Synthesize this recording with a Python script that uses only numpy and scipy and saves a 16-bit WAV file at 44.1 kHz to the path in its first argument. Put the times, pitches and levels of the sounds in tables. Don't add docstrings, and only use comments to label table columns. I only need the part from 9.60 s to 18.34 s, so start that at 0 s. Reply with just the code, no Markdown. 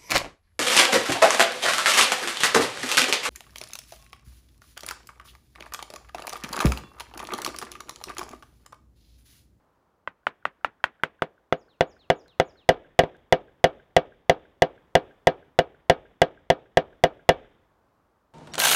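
import sys
import numpy as np
from scipy import signal
from scipy.fft import rfft, irfft
from scipy.io import wavfile
from scipy.ndimage import uniform_filter1d

SR = 44100
rng = np.random.default_rng(int(sys.argv[2]) if len(sys.argv) > 2 else 0)


def generate_wav(signal):
    frames = np.transpose(np.atleast_2d(signal))
    scaled = np.clip(frames, -1, 1) * 32767
    pcm = np.round(scaled).astype(np.int16)
    wavfile.write(sys.argv[1], SR, pcm)


N = 385343
T = np.arange(SR) / SR
KNOCK = SR // 5


def undb(db):
    return 10 ** (np.asarray(db) / 20)


def decay(t60, t=T):
    return np.exp(-np.log(1000) * t / t60)


def add(track, start_s, sound):
    i = int(round(start_s * SR))
    track[i:i + len(sound)] += sound[:len(track) - i]


def coloured_noise(size, points):
    hz, db = np.transpose(points)[:2]
    log_f = np.log(np.maximum(np.fft.rfftfreq(size, 1 / SR), 1))
    gain = undb(np.interp(log_f, np.log(hz), db))
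    noise = irfft(rfft(rng.standard_normal(size)) * gain, size)
    return noise / noise.std()


def noise_tail(points, size=KNOCK):
    hz, _, t60 = np.transpose(points)
    spectrum = rfft(coloured_noise(size, points))
    log_f = np.log(np.maximum(np.fft.rfftfreq(size, 1 / SR), 1))
    weights = np.array([np.interp(log_f, np.log(hz), band) for band in np.eye(len(hz))])
    bands = irfft(spectrum * weights, size)
    return np.sum(bands * decay(t60[:, None], T[:size]), axis=0)


def ring(modes, detune, scatter_db, signs=1):
    hz, db, t60 = np.transpose(modes)
    chance = rng.standard_normal((2, len(hz))) * np.minimum(hz / 1500, 1)
    t = T[:KNOCK]
    mode_hz = hz * (1 + detune * chance[0])
    waves = np.cos(2 * np.pi * np.outer(mode_hz, t)) * decay(t60[:, None], t)
    return (signs * undb(db + scatter_db * chance[1])) @ waves


def alternate(modes):
    return (-1) ** np.arange(len(modes))


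def push(response, contact_ms):
    u = T[:SR // 100] / (contact_ms / 4000)
    force = u * np.exp(-u)
    return np.convolve(response, force / force.sum())[:len(response)]


# columns f/Hz, relative spectral level/dB per Hz
AIR_SPECTRUM = [(20, -8.5), (70, 2), (110, -3.5), (230, -3.5), (700, -5), (1100, -5), (1500, -11.5),
                (2000, -20), (2800, -25), (5000, -29.5), (9000, -35), (16000, -34.5)]


def air(level_db=-67.5, swell_db=1.15):
    swell = np.interp(np.arange(N), np.linspace(0, N, 20), rng.standard_normal(20))
    return coloured_noise(N, AIR_SPECTRUM) * undb(level_db + swell_db * swell)


# columns f/Hz, relative level/dB per Hz, T60/s
RATTLE_BANDS = [(50, -10, 0.06), (160, -5, 0.12), (298, -6.5, 0.16), (600, -10.5, 0.17), (1210, -2.5, 0.13),
                (2000, -0.5, 0.11), (3600, -4, 0.077), (5040, -12.5, 0.077), (15000, -13, 0.051)]


def rattle():
    return noise_tail(RATTLE_BANDS)


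# columns f/Hz before each blow's pitch ratio, level/dB, T60/s
DOWEL_MODES = [(600, -14.5, 0.012), (1055, -7.5, 0.0095), (1317, -6.5, 0.013), (1610, -10, 0.016),
               (2055, -9.5, 0.014), (2885, -17, 0.016), (3400, -15, 0.013)]


def dowel(pitch, home_ms, home_share=0.4, rattle_db=-28, radiate_hz=420):
    modes = [(hz * pitch, db, t60) for hz, db, t60 in DOWEL_MODES]
    clack = ring(modes, detune=.02, scatter_db=1., signs=alternate(modes))
    radiation = signal.butter(1, radiate_hz, "high", fs=SR, output="sos")
    clack = signal.sosfilt(radiation, clack)
    both = clack + undb(rattle_db) * rattle()
    add(both, home_ms / 1000, home_share * clack)
    return both


POST_DETUNE, POST_SCATTER_DB = .005, 1.2

# columns f/Hz, level/dB, T60/s
CRACK_MODES = [(2050, -9, 0.024), (2867, -16.5, 0.044), (3400, -6, .016), (4830, -9, .013),
               (6050, -11, 0.014), (8700, -21.5, 0.021)]


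def crack(contact_ms):
    modes = ring(CRACK_MODES, POST_DETUNE, POST_SCATTER_DB, signs=alternate(CRACK_MODES))
    return push(modes, contact_ms)


# columns f/Hz, relative level/dB per Hz, T60/s
GRAIN_BANDS = [(60, -11, 0.04), (201, -10.5, 0.13), (463, -6.5, 0.34), (960, -7.5, 0.18),
               (2000, -9.5, 0.072), (3300, -8.5, 0.1), (4860, -18.5, 0.078), (7000, -16.5, 0.037),
               (11100, -22.5, 0.022), (15000, -40, .06)]


def wood_grain():
    return noise_tail(GRAIN_BANDS)


# columns f/Hz, level/dB (at a 0 dB blow below 110 Hz), T60/s
POST_MODES = [(64, -41.5, 0.064), (95, -30, 0.04), (115.4, -29.5, 0.035), (159.2, -20, 0.079),
              (249.4, -22.5, 0.071), (304, -28, 0.13), (373.4, -27.5, 0.13), (407.8, -12.5, 0.062),
              (485.3, -21, 0.079), (520, -12.5, 0.095), (546.2, -6.5, 0.031), (651.4, -5.5, .05),
              (693.3, -6, 0.06), (753, -18, 0.097), (880.4, -16, 0.046), (915, -27, 0.09),
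              (1028.4, -35.5, 0.014), (1257, -37, 0.2), (1610, -13.5, 0.066), (1801, -13, 0.063),
              (1984, -1, 0.027), (2290, -27, 0.14), (3010, -7.5, .04), (2902, -20.5, 0.013),
              (3340, -23, 0.1), (3694, -16.5, 0.021), (4150, -25.5, 0.035), (5840, -32, 0.033)]


def post(blow_db, contact_ms, timber, sway=1., softening=2.655, grain_db=-28, crack_db=-1, own_share=.6):
    modes = [(hz, db + sway * blow_db * (hz < 110), t60) for hz, db, t60 in POST_MODES]
    boom = push(ring(modes, POST_DETUNE, POST_SCATTER_DB), contact_ms * softening)
    cracking = crack(contact_ms)
    grain = push(timber + own_share * wood_grain(), contact_ms / 2)
    return undb(blow_db) * (boom + undb(crack_db) * cracking + undb(grain_db) * grain)


# columns f/Hz, relative spectral level/dB per Hz
SNAP_SPECTRUM = [(1000, -20), (4000, -4.5), (9000, 0), (16000, -9.5)]


def fibre_snap(start_s, force_db, level_db=-36, t60=0.0085, most_at_s=1.49, span_s=0.27):
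    biting = np.exp(-((start_s - most_at_s) / span_s) ** 2)
    return biting * undb(level_db + force_db) * coloured_noise(SR, SNAP_SPECTRUM) * decay(t60)


# columns f/Hz, level/dB relative to the knock's spectrum, T60/s
FOREST_BANDS = [(50, 9, 1), (205, 0.5, 0.82), (464, -6, 0.83), (756, -6, 0.61), (1170, -2, 0.23),
                (1770, -3, 0.9), (2100, -7, 0.98), (2690, -3, 0.66), (3520, -2, 0.9), (4200, -8.5, 0.27),
                (7000, -13, 0.94), (15000, -12.5, .25)]


def trunks(knock, scatter_db=-70, patchy_db=2, onset_t60=.05):
    hz, db, t60 = np.transpose(FOREST_BANDS)
    power = np.abs(rfft(knock)) ** 2
    f = np.fft.rfftfreq(KNOCK, 1 / SR)
    knock_db = [10 * np.log10(power[np.abs(f - centre) < centre / 4].mean()) for centre in hz]
    bands = np.transpose([hz, db + knock_db, t60])
    wash = noise_tail(bands, size=SR) * (1 - decay(onset_t60))
    patches = np.interp(T, np.linspace(0, 1, 120), rng.standard_normal(120))
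    return np.linalg.norm(knock) * wash * undb(scatter_db + patchy_db * patches)


BITE_S, TIGHTEN_S = 1.22, 0.35
LOOSE_POST_DB, GRIPPED_DOWEL_DB = -29.5, -3.5
CONTACT_MS, CONTACT_POWER = 0.26, .45
HOME_MS, HOME_POWER = 1.45, .4
CUSHION_MS = .45
REBOUND_S, REBOUND_DB, REBOUND_CONTACT_MS = 3.4361, -6, 0.54

# columns t/s, relative force level/dB, dowel pitch ratio
BLOWS = [(0.4744, -6.5, 0.95), (0.6681, 1, 0.91), (0.853, -0.5, 0.92), (1.0458, 1, 0.83),
         (1.2402, 3.5, 0.95), (1.435, 2.5, 0.96), (1.621, 1, 0.94), (1.925, -1, 0.98), (2.2083, 1.5, 1.21),
         (2.5012, 2, 0.9), (2.799, 0.5, 1.07), (3.0899, 5.5, 0.89), (3.3907, 5.5, 0.93),
         (3.7245, 3.5, 0.85), (4.0412, 4.5, 0.92), (4.3653, 4, 1.35), (4.696, 3.5, 1.37), (5.0207, 3, 1.27),
         (5.3524, 4.5, .84), (5.6708, 4, 0.86), (5.989, 2, 1.12), (6.2977, 5, 0.84), (6.6173, 3.5, 0.99),
         (6.9015, 2.5, .83), (7.1715, 3, 1.3), (7.438, 3.5, 0.87), (7.6903, 6, .77)]


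def hammering(post_lag_ms=.3):
    out = np.zeros(N)
    timber = wood_grain()
    for start_s, force_db, pitch in BLOWS:
        slack = np.exp(-max(start_s - BITE_S, 0) / TIGHTEN_S)
        contact_ms = CONTACT_MS / undb(force_db) ** CONTACT_POWER
        home_ms = HOME_MS / undb(force_db) ** HOME_POWER
        clack_db = force_db + GRIPPED_DOWEL_DB * (1 - slack)
        knock = undb(clack_db) * push(dowel(pitch, home_ms), contact_ms)
        post_db = force_db + LOOSE_POST_DB * slack
        boom = post(post_db, contact_ms + CUSHION_MS * slack, timber)
        add(knock, post_lag_ms / 1000, boom)
        add(out, start_s, knock)
        add(out, start_s, fibre_snap(start_s, force_db))
        add(out, start_s, trunks(knock))
    add(out, REBOUND_S, post(REBOUND_DB, REBOUND_CONTACT_MS, timber, crack_db=-6))
    return out


def echo(knocks, delay_s=.156, level_db=-37, band_hz=(1380, 1670)):
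    out = np.zeros(N)
    band = signal.butter(2, band_hz, "band", fs=SR, output="sos")
    add(out, delay_s, undb(level_db) * signal.sosfilt(band, knocks))
    return out


LOW_AFTER_S, LOW_DB = .123, 3
HIGH_PEAK_S, LOW_PEAK_S = .056, .022
NOTE_FADE_DB_PER_S = 240

# columns t/s into the note, f/Hz
HIGH_NOTE = [(0, 6550), (.022, 7000), (.035, 6736), (.05, 5400), (.072, 4567)]
LOW_NOTE = [(0, 4500), (.03, 3600), (.055, 2788), (.08, 2420)]
# columns t/s, peak level of the high note/dB
SONG = [(1.964, -68), (2.266, -62.5), (2.552, -62.5), (2.846, -62.5)]


def whistle(note, level_db, peak_s):
    s, hz = np.transpose(note)
    t = T[T < s[-1]]
    glide = uniform_filter1d(np.interp(t, s, hz), size=300)
    pitch = glide * (1 + 0.0038 * rng.standard_normal())
    loudness = undb(level_db - NOTE_FADE_DB_PER_S * np.abs(t - peak_s))
    loudness = loudness * signal.windows.tukey(len(t), .1)
    return loudness * np.sin(2 * np.pi * np.cumsum(pitch) / SR)


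def bird(wet_db=-38, t60=0.46):
    out = np.zeros(N)
    for start_s, level_db in SONG:
        add(out, start_s, whistle(HIGH_NOTE, level_db, HIGH_PEAK_S))
        add(out, start_s + LOW_AFTER_S, whistle(LOW_NOTE, level_db + LOW_DB, LOW_PEAK_S))
    smear = signal.fftconvolve(out, rng.standard_normal(SR) * decay(t60))[:N]
    return out + undb(wet_db) * smear


# columns t/s, level/dB
TICKS = [(2.681, -50), (3.567, -58)]


def ticks(t60=0.01):
    out = np.zeros(N)
    for start_s, level_db in TICKS:
        click = coloured_noise(SR, [(300, 2), (3000, 2), (15000, -18)])
        add(out, start_s, undb(level_db) * click * decay(t60))
    return out


def scene():
    knocks = hammering()
    return (knocks + echo(knocks) + bird() + ticks() + air())[None]


def record(dry, low_cut_hz=36, overload=.58, top_hz=16200):
    dry = signal.sosfilt(signal.butter(2, low_cut_hz, "high", fs=SR, output="sos"), dry)
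    fine = signal.resample_poly(dry, 2, 1, axis=-1) / overload
    flat = overload * fine / (1 + fine ** 8) ** (1 / 8)
    low_pass = signal.ellip(10, .1, 80, top_hz, fs=SR, output="sos")
    return signal.sosfilt(low_pass, signal.resample_poly(flat, 1, 2, axis=-1))


dry = scene()
out = record(dry)
generate_wav(out)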